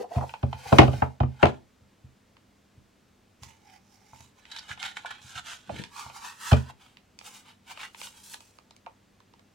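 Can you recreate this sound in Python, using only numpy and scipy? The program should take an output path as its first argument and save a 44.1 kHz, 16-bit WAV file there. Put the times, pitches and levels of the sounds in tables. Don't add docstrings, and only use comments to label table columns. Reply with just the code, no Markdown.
import sys
import numpy as np
from scipy import signal
from scipy.fft import rfft, irfft, next_fast_len
from scipy.io import wavfile
from scipy.ndimage import uniform_filter1d, map_coordinates

SR = 44100
rng = np.random.default_rng(int(sys.argv[2]) if len(sys.argv) > 2 else 0)


def transcribe(u):
    v = np.clip(np.atleast_2d(u).T, -1, 1)
    q = np.round(v * 32767).astype(np.int16)
    wavfile.write(sys.argv[1], SR, q)


N = 420713
TIME = np.arange(N) / SR
CONTROL_TIME = TIME[::32]
HIT_TIME = np.arange(SR // 2) / SR

# (frequency [Hz], relative density [dB])
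CARD_COLOUR = [(240, -21), (400, -34), (562, -19.5), (852, -5.5), (1200, -10), (1440, -1), (1820, -4.5),
               (1960, -10), (2750, -8), (3020, -4.5), (3930, -6.5), (4440, -14), (7170, -12.5),
               (16000, -34)]


def from_db(db):
    return 10 ** (np.asarray(db) / 20)


def rms_one(x):
    return x / np.sqrt(np.mean(x ** 2) + 1e-20)


def peak_one(x):
    power = np.mean(np.atleast_2d(x) ** 2, axis=0)
    return x / np.sqrt(uniform_filter1d(power, size=220).max())


def dying(t60):
    return 1000.0 ** (-HIT_TIME / t60)


def at_hz(points, hz):
    f, value = np.transpose(points)
    return np.interp(np.log(np.maximum(hz, 1)), np.log(f), value)


def cut(x, hz, kind, order=2):
    sections = signal.butter(order, min(hz, .45 * SR), kind, fs=SR, output="sos")
    return signal.sosfilt(sections, x + 1e-18)


def resonate(x, modes):
    out = 0
    for k, (hz, width, db) in enumerate(modes):
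        r = np.exp(-np.pi * width / SR)
        poles = [1, -2 * r * np.cos(2 * np.pi * hz / SR), r * r]
        ringing = signal.lfilter([1, 0, -1], poles, x + 1e-18)
        out = out + (-1) ** k * from_db(db) * (1 - r * r) / 2 * ringing
    return out


def coloured(x, spectrum):
    # (frequency [Hz], correlation [1])
    likeness = [(100, 1), (300, 0.61), (1000, 0.18), (3000, 1), (10000, 0.18)]
    size = next_fast_len(x.shape[1])
    hz = np.arange(size // 2 + 1) * SR / size
    alike = np.clip(at_hz(likeness, hz), -1, 1)
    mid, side = rfft(x, size) * from_db(at_hz(spectrum, hz))
    pair = np.sqrt(1 + alike) * mid + np.sqrt(1 - alike) * side * [[1], [-1]]
    return rms_one(irfft(pair, size)[:, :x.shape[1]])


def wander(per_s):
    knots = rng.standard_normal(N // 40)
    return rms_one(np.interp(TIME * min(per_s, 1000), np.arange(len(knots)), knots))


def pan(db):
    return from_db(np.array([[db], [-db]]) / 2)


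def add(out, s, sound):
    i = max(round(s * SR), 0)
    out[:, i:i + sound.shape[-1]] += sound[..., :N - i]


def fibres(grain_db, judder_db, snap_db=12):
    snaps_per_s, snap_spread_db = 170, 2.5
    is_snap = rng.random(N) < snaps_per_s / SR
    sizes = from_db(snap_db + snap_spread_db * np.minimum(rng.exponential(1, N), 4))
    clumps = from_db(grain_db * wander(900) + judder_db * wander(70))
    return rng.standard_normal((2, N)) * (clumps + is_snap * sizes)


def stick_slip(depth_db):
    typical_rate_hz = 150
    phase = np.cumsum(typical_rate_hz * np.exp(.5 * wander(200))) / SR
    return from_db(-depth_db * (phase % 1))


def swell(peak_s, rise_s, fall_s, roundness):
    swing_db = 13.5
    before = (peak_s - CONTROL_TIME) / max(rise_s, .003)
    after = (CONTROL_TIME - peak_s) / max(fall_s, .003)
    return from_db(-np.minimum(swing_db * np.maximum(before, after) ** roundness, 200))


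def stroke_gains(strokes):
    power = 0
    for s, rise, fall, rasp_db, hiss_db in strokes:
        power = power + (from_db([[rasp_db], [hiss_db]]) * swell(s, rise, fall, roundness=1.41)) ** 2
    return [np.interp(TIME, CONTROL_TIME, np.sqrt(p)) for p in power]


def slip_gain(slips):
    gain = sum(from_db(db) * swell(s, length / 2, length / 2, roundness=4.9) for s, length, db in slips)
    return np.interp(TIME, CONTROL_TIME, gain)


def shifting(x):
    shift, changes_per_s = .06, 7
    read = np.cumsum(1 + shift * wander(changes_per_s))
    return np.array([map_coordinates(channel, [read], order=3, mode="mirror") for channel in x])


def rub(strokes, colour, grain_db, judder_db, snap_db, split_hz=4500):
    rasp_gain, hiss_gain = stroke_gains(strokes)
    friction = shifting(coloured(fibres(grain_db, judder_db, snap_db), colour))
    rasp = rms_one(cut(friction, split_hz, "low", order=5))
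    hiss = rms_one(cut(friction, split_hz, "high", order=5))
    return rasp_gain * rasp + hiss_gain * hiss


def crush(t60, spread):
    rise_s = .0003
    mid, side = rng.standard_normal((2, len(HIT_TIME)))
    noise = mid + spread * side * np.array([[1], [-1]])
    return noise * dying(t60) * (1 - np.exp(-HIT_TIME / rise_s))


def contact(t60, spread, grit):
    fibre = crush(t60, spread)
    push = signal.unit_impulse(len(HIT_TIME), 40)
    return push + grit * fibre / np.sqrt(np.sum(fibre ** 2) / 2)


def struck(blow):
    # (centre frequency [Hz], bandwidth [Hz], centre level [dB])
    board = [(234.5, 70, -5), (338, 75, -2), (423, 33, -3), (460, 43, -4), (571.8, 25, 0.5), (631, 54, 1.5),
             (705, 84, 1), (830, 55, 4.5), (970, 85, -5), (1193, 130, -2), (1261, 130, -1.5),
             (1520, 43, -9.5), (1949, 210, -8), (2170, 86, -9.5), (2300, 300, -10), (2690, 140, -9),
             (3150, 452, -13)]
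    detune_share, scatter_db = .015, 1.5
    detune, *sides = rng.standard_normal((3, len(board)))
    out = []
    for channel, side in zip(blow, sides):
        modes = [(hz * (1 + detune_share * d), width, db + scatter_db * g)
                 for (hz, width, db), d, g in zip(board, detune, side)]
        out.append(resonate(channel, modes))
    return np.array(out)


def thump(contact_hz):
    # (frequency [Hz], level before filtering [dB], t60 [s])
    desk_modes = [(67.25, -15.5, 0.3), (80, -1.5, 0.22), (129.2, -1, 0.3), (219, -11, 0.17),
                  (245.3, -12, 0.1661)]
    desk_signs = [-1, -1, 1, -1, 1]
    ring = 0
    for sign, (hz, db, t60) in zip(desk_signs, desk_modes):
        ring = ring + sign * from_db(db) * np.sin(2 * np.pi * hz * HIT_TIME) * dying(t60)
    return peak_one(cut(cut(ring, contact_hz, "low"), 60, "high"))


def crack(db, t60):
    # (frequency [Hz], bandwidth [Hz], relative level [dB])
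    corner = [(1500, 100, 4.5), (2405, 110, 9.5), (3080, 160, 2)]
    top_hz = 3300 * 2 ** ((db + 33.0) / 45)
    snap = crush(t60, spread=0.93)
    ringing = cut(snap, 1100, "high") + resonate(snap, corner)
    return from_db(db) * peak_one(cut(ringing, top_hz, "low", order=3))


def background():
    # (frequency [Hz], relative density [dB])
    floor = [(20, -22.5), (45, -13), (90, -9.5), (145, -12), (215, -9.5), (320, -14), (600, -18.5),
             (3000, -27.5), (7500, -33), (10000, -39), (16000, -42)]
    # (frequency [Hz], rms level [dB])
    hum_tones = [(100, -74), (200, -73), (250, -78)]
    air = from_db(-63.7) * coloured(rng.standard_normal((2, N)), floor)
    hum = 0
    for hz, db in hum_tones:
        hum = hum + from_db(db) * np.sqrt(2) * np.sin(2 * np.pi * (hz * TIME + rng.random()))
    return air + hum


def lid():
    # (middle [s], length [s], relative level [dB], pitch of the hollow [Hz])
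    lid_slips = [(.008, 0.024, -29.5, 483), (0.033, 0.062, -38.5, 760), (0.157, 0.1, -33, 696),
                 (0.178, .045, -37, 736), (0.226, 0.048, -29.5, 806), (.665, 0.016, -33.5, 790)]
    # (multiple of its pitch [1], bandwidth [Hz], relative level [dB])
    hollow_modes = [(0.62, 300, -7.5), (1, 48.5, 9.5), (1.1, 70, 1.5), (1.269, 150, -3.5)]
    out = np.zeros((2, N))
    mid, side = fibres(grain_db=-2.0, judder_db=2.0, snap_db=7.5)[:, :SR]
    slips = mid + .5 * side * np.array([[1], [-1]])
    for s, length, db, hz in lid_slips:
        hollow = resonate(slips, [(multiple * hz, width, level) for multiple, width, level in hollow_modes])
        gain = slip_gain([(s, length, db - 4.5)])[:SR]
        add(out, 0, gain * rms_one(cut(hollow, 1300, "low")))
    return out


def box_rub():
    # (peak [s], rise [s], fall [s], relative rasp level [dB], relative hiss level [dB])
    strokes = [(.012, 0.052, 0.032, -51.5, -54.5), (.155, 0.055, 0.065, -49, -53.5),
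               (.27, 0.14, 0.18, -59.5, -61.5), (.79, 0.2, 0.078, -40.5, -45.5),
               (.98, 0.2, 0.098, -48.5, -53), (1.45, 0.17, 0.058, -58, -68)]
    # (frequency [Hz], relative density [dB])
    colour = [(290, -46.5), (500, -6.5), (562, -16.5), (843, 2), (1060, -9), (1530, -9), (2390, -9.5),
              (3540, -14), (16000, -32.5)]
    return from_db(1.56) * rub(strokes, colour, grain_db=1.5, judder_db=1.5, snap_db=8)


def knocks():
    # (time [s], relative board level [dB], relative thump level [dB],
    # crack level [dB], wall low-pass cutoff [Hz], left-right difference of board and crack [dB])
    blows = [(0.159, -36.5, -22, -45, 810, -2), (0.429, -27.5, -21.5, -41.5, 970, 1),
             (0.72, -19.5, -15.5, -46.5, 840, -1), (0.7253, -11.5, -22, -32, 840, -0.5),
             (.785, -2.5, -8.5, -15, 1620, 1.5), (.790, -7.5, -14.5, -23.5, 950, -4.5),
             (.816, -16, -26, -28, 900, 5), (.831, -16.5, -25.5, -32, 1200, -1),
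             (.878, -24, -23.5, -38.5, 1000, 2), (.931, -31.5, -32, -43, 750, -1.5),
             (1.0202, -15, -25.5, -44.5, 1500, -0.5), (1.202, -21, -19, -38, 1091, -3),
             (1.231, -31, -22.5, -48.5, 1190, 5), (1.428, -10, -18, -26.5, 1880, 3.5),
             (1.433, -12, -18, -30.5, 920, -2.5), (1.454, -18.5, -31, -36.5, 1290, 3),
             (1.465, -28, -38, -37, 1000, -3), (1.485, -35, -34, -90, 910, -8),
             (5.693, -30.5, -58, -48, 860, -3.5), (6.517, -22, -11.5, -29.5, 1600, -7),
             (6.529, -21, -31, -26, 944, 5.5)]
    out = np.zeros((2, N))
    for s, board_db, thump_db, crack_db, hz, side_db in blows:
        blow = contact(t60=0.026, spread=0.79, grit=1.98)
        face = resonate(blow, [(735.3, 660, -8.5), (1493, 1400, -9.0)])
        walls = peak_one(cut(face + struck(blow), hz, "low", order=3))
        board = from_db(board_db + 0.63) * walls
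        add(out, s, pan(side_db) * (board + crack(crack_db, t60=0.032)))
        add(out, s + 0.0032, from_db(thump_db + 4.0) * thump(contact_hz=267.7))
    return out


def taps():
    # (time [s], relative board level [dB], relative crack level [dB],
    # relative wall brightness [Hz])
    touches = [(0.182, -24, -52, 1040), (0.2105, -24, -55, 850), (0.293, -38.5, -40, 910),
               (0.338, -24.5, -38, 900), (0.528, -21.5, -36, 830), (3.432, -43.5, -58, 763),
               (4.132, -38, -63.5, 926), (4.204, -49, -56, 347), (4.775, -41, -45, 1560),
               (5.047, -27, -53, 934), (6.063, -34, -53, 1170), (6.098, -35, -46, 984),
               (6.698, -34.5, -56, 925), (8.867, -28.5, -57.5, 920)]
    # (time [s], relative level [dB])
    bumps = [(0.542, -31.5), (0.658, -39), (0.976, -25), (1.813, -48), (2.039, -37.5), (2.772, -44),
             (3.416, -40.5), (3.458, -42), (4.127, -45.5), (4.199, -45), (4.701, -40), (5.241, -43.5),
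             (5.353, -41.5), (5.717, -35), (5.757, -36.5), (6.055, -41.5)]
    out = np.zeros((2, N))
    for s, board_db, crack_db, hz in touches:
        touch = contact(t60=0.045, spread=0.88, grit=0.78)
        walls = from_db(-13) * struck(touch) + resonate(touch, [(874, 150, 0.0036)])
        walls = peak_one(cut(cut(walls, 600, "high", order=3), 1.1 * hz, "low"))
        add(out, s, from_db(board_db - 8) * walls + crack(crack_db - 2, t60=0.03))
    for s, db in bumps:
        add(out, s, from_db(db - 5.0) * thump(contact_hz=223))
    return out


def flicks():
    # (time [s], relative tick level [dB], tick low-pass cutoff [Hz],
    # relative card body level [dB])
    releases = [(0.7846, -2, 2400, -30), (1.4557, -16.5, 2620, -36), (1.47, -23, 2930, -45),
                (2.3679, -46, 2600, -56), (3.4335, -33.5, 7160, -53.5), (4.4534, -38, 3050, -59.5),
                (4.5185, -35, 4500, -59), (4.5641, -28.5, 3600, -61), (4.5923, -43, 5500, -51),
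                (4.6938, -40, 4000, -44), (4.7136, -25.5, 2210, -55), (4.828, -21, 3330, -46),
                (4.971, -28, 2600, -36.5), (5.1115, -32, 2030, -51), (5.8379, -28, 4300, -43.5),
                (6.9702, -39, 3340, -56), (7.189, -32.5, 6720, -50), (7.2122, -37.5, 2590, -45),
                (7.7743, -32, 2660, -39), (7.8321, -36, 2900, -45), (7.9463, -33, 2840, -44.5),
                (8.0147, -28, 3170, -39), (8.0717, -46, 3500, -43), (8.3428, -30.5, 4200, -38.5),
                (8.405, -41.5, 6430, -49.5), (8.586, -45, 4980, -45), (8.708, -41.5, 5050, -50),
                (8.764, -44.5, 7300, -55.5), (8.8627, -35.5, 2554, -39.5), (9.203, -51.5, 5000, -51.5),
                (9.337, -50, 5000, -50.5), (9.394, -50.5, 6000, -53)]
    # (frequency [Hz], bandwidth [Hz], relative level [dB])
    card_body = [(563, 160, -7), (930, 150, 0.5), (1250, 520, -5.5), (2150, 580, -14.5)]
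    out = np.zeros((2, N))
    for s, db, hz, body_db in releases:
        snap = contact(t60=0.013, spread=0.9, grit=2.9)
        tick = peak_one(cut(cut(snap, 1700, "high"), hz, "low", order=3))
        body = peak_one(cut(resonate(snap, card_body), 2000, "low"))
        add(out, s, from_db(db - 7.5) * tick + from_db(body_db - 3.5) * body)
    return out * pan(-2.09)


def scuffs():
    # (time [s], relative level [dB], nominal length [s], resonance [Hz])
    catches = [(1.389, -31, 0.14, 900), (3.66, -54.5, 0.091, 2340), (4.516, -36.5, 0.018, 4450),
               (4.559, -34.5, 0.028, 3950), (4.585, -34.5, 0.016, 4800), (4.708, -32.5, 0.02, 1580),
               (4.797, -38.5, 0.018, 3100), (4.967, -28.5, 0.016, 2100), (5.059, -30.5, 0.016, 1540),
               (5.109, -31.5, 0.013, 1420), (5.37, -34, 0.031, 1250), (5.375, -37, 0.016, 3450),
               (5.764, -38, 0.01, 2060), (5.788, -37.5, 0.015, 2200), (5.838, -42, 0.016, 3460),
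               (6.513, -25, 0.015, 1520), (6.566, -32.5, .016, 1450), (7.709, -49, 0.015, 2740),
               (7.791, -36.5, 0.046, 2280), (7.83, -36, 0.03, 2040), (8.033, -42, 0.026, 3140),
               (8.073, -37, 0.01, 3410), (8.339, -38, .012, 1950)]
    out = np.zeros((2, N))
    grains = fibres(grain_db=0.0, judder_db=3.5, snap_db=11.5) * stick_slip(depth_db=18)
    friction = coloured(grains, CARD_COLOUR)
    for s, db, length, hz in catches:
        age = HIT_TIME / max(length, .005) * 3
        piece = friction[:, round(s * SR):][:, :len(HIT_TIME)]
        ringing = rms_one(resonate(piece, [(hz, 0.25 * hz, 0)]))
        scuff = age ** 2 * np.exp(-2 * age) * (piece + 2.0 * ringing)
        add(out, s - .004, from_db(db - 3.5) * peak_one(scuff))
    return out * pan(-1.2)


def reach():
    # (peak [s], rise [s], fall [s], relative rasp level [dB], relative hiss level [dB])
    strokes = [(3.437, 0.023, 0.097, -50, -51.5), (3.755, 0.13, 0.037, -55.5, -57.5),
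               (3.94, 0.09, 0.065, -71.5, -62), (4.225, 0.28, 0.076, -60, -58),
               (4.395, 0.037, 0.013, -58, -60.5)]
    # (frequency [Hz], relative density [dB])
    colour = [(400, -35.5), (700, -13), (900, 12), (1300, -4.5), (1900, -1.5), (2400, 1.5), (3200, -3.5),
              (4800, -17.5), (6400, -11), (8500, -21.5), (16000, -29)]
    return from_db(-2.5) * pan(-5.0) * rub(strokes, colour, grain_db=4, judder_db=0.0, snap_db=9)


def finger_dig():
    # (peak [s], rise [s], fall [s], relative rasp level [dB], relative hiss level [dB])
    strokes = [(4.575, 0.13, 0.093, -48, -58), (4.712, 0.055, 0.029, -40.5, -47),
               (4.842, 0.044, 0.075, -34, -44.5), (4.973, 0.026, 0.068, -47, -54.5),
               (5.112, 0.072, 0.094, -44, -59), (5.268, 0.062, .12, -50.5, -50),
               (5.382, 0.052, 0.022, -39.5, -48), (5.495, 0.056, 0.088, -40.5, -44.5),
               (5.78, 0.13, 0.1, -47, -55)]
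    return from_db(-0.8) * pan(-2.4) * rub(strokes, CARD_COLOUR, grain_db=3.0, judder_db=2.0, snap_db=11.5)


def drag():
    # (middle [s], length [s], level [dB])
    slips = [(5.76, 0.16, -42)]
    # (frequency [Hz], relative density [dB])
    colour = [(30, -36.5), (60, 1), (130, 14.5), (230, 6.5), (380, 4), (520, -4), (750, -13), (1200, -33),
              (4000, -56.5)]
    return slip_gain(slips) * coloured(fibres(grain_db=7.0, judder_db=-2.5), colour)


def card_draw():
    # (peak [s], rise [s], fall [s], relative rasp level [dB], relative hiss level [dB])
    strokes = [(5.985, 0.058, 0.12, -40.5, -45.5), (6.162, 0.039, 0.058, -45, -48),
               (6.252, 0.049, 0.093, -40, -45), (6.49, 0.087, 0.061, -34, -38),
               (6.575, 0.03, 0.078, -44.5, -53), (6.705, 0.061, 0.0086, -46.5, -58)]
    # (frequency [Hz], relative density [dB])
    colour = [(240, -50), (400, -23), (570, -29.5), (655, -24), (893, -3.5), (1010, -1), (1840, -7.5),
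              (2150, -22), (2510, -5.5), (2800, -13.5), (7170, -12.5), (16000, -27)]
    return from_db(-1.0) * pan(-1.6) * rub(strokes, colour, grain_db=-0.5, judder_db=0.5, snap_db=11.5)


def sleeve_slide():
    # (peak [s], rise [s], fall [s], relative rasp level [dB], relative hiss level [dB])
    strokes = [(6.82, 0.041, 0.13, -58, -64.5), (7.27, 0.041, 0.025, -46.5, -45),
               (7.355, 0.095, 0.061, -51, -49.5), (7.48, 0.044, 0.057, -51.5, -60.5),
               (7.715, 0.039, 0.021, -39.5, -45.5), (7.835, 0.084, 0.05, -42.5, -51),
               (8.04, 0.079, 0.056, -47, -42.5), (8.17, 0.1, 0.069, -56.5, -55.5),
               (8.33, 0.13, 0.042, -52.5, -45.5), (8.44, 0.094, 0.16, -66.5, -60.5)]
    # (frequency [Hz], relative density [dB])
    colour = [(240, -18), (400, -16.5), (446, -44), (489, -8.5), (687, -16.5), (777, -0.5), (1490, -3.5),
              (1870, -8), (2840, -1.5), (4310, -8), (7990, -7), (15000, -20), (16000, -14)]
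    return from_db(-0.6) * pan(-0.71) * rub(strokes, colour, grain_db=2.0, judder_db=1.5, snap_db=7)


def near_walls(x, travel):
    # (mean delay [s], gain relative to the direct sound [1])
    near_echoes = [(.0007, -0.16), (.0013, 0.65), (.0021, 0.35), (.0034, -.55), (.0052, 0.61)]
    out, at = x.copy(), np.arange(N)
    for delay, gain in near_echoes:
        read = at - delay * SR * (1 + travel * wander(2.5))
        out += gain * np.array([np.interp(read, at, channel) for channel in x])
    return out / np.sqrt(1 + sum(gain ** 2 for delay, gain in near_echoes))


def room(x, gap_s=0.004):
    # (frequency [Hz], t60 [s])
    room_t60 = [(200, 0.29), (1000, 0.12), (4000, 0.19), (12000, 0.066)]
    tail = 0
    for low in 170 * 2.0 ** np.arange(7):
        noise = rng.standard_normal((2, len(HIT_TIME)))
        band = cut(cut(noise, low, "high"), 2 * low, "low")
        tail = tail + band * dying(at_hz(room_t60, low * np.sqrt(2)))
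    tail = tail * np.clip(HIT_TIME / gap_s - 1, 0, 1)
    return signal.fftconvolve(x, tail / np.sqrt(np.sum(tail ** 2) / 2), axes=1)[:, :N]


def scene():
    blows = knocks() + taps() + flicks() + lid() + drag()
    rubbing = box_rub() + reach() + finger_dig() + card_draw() + sleeve_slide()
    friction = near_walls(rubbing + scuffs(), travel=.11)
    reverberation = room(from_db(-11.0) * blows + from_db(-12.5) * friction)
    return blows + friction + reverberation + background()


def record(dry):
    stopband_hz = 16800
    low_pass = signal.cheby2(16, 70, stopband_hz, fs=SR, output="sos")
    return signal.sosfilt(low_pass, np.clip(dry, -1, 1))


dry = scene()
out = record(dry)
transcribe(out)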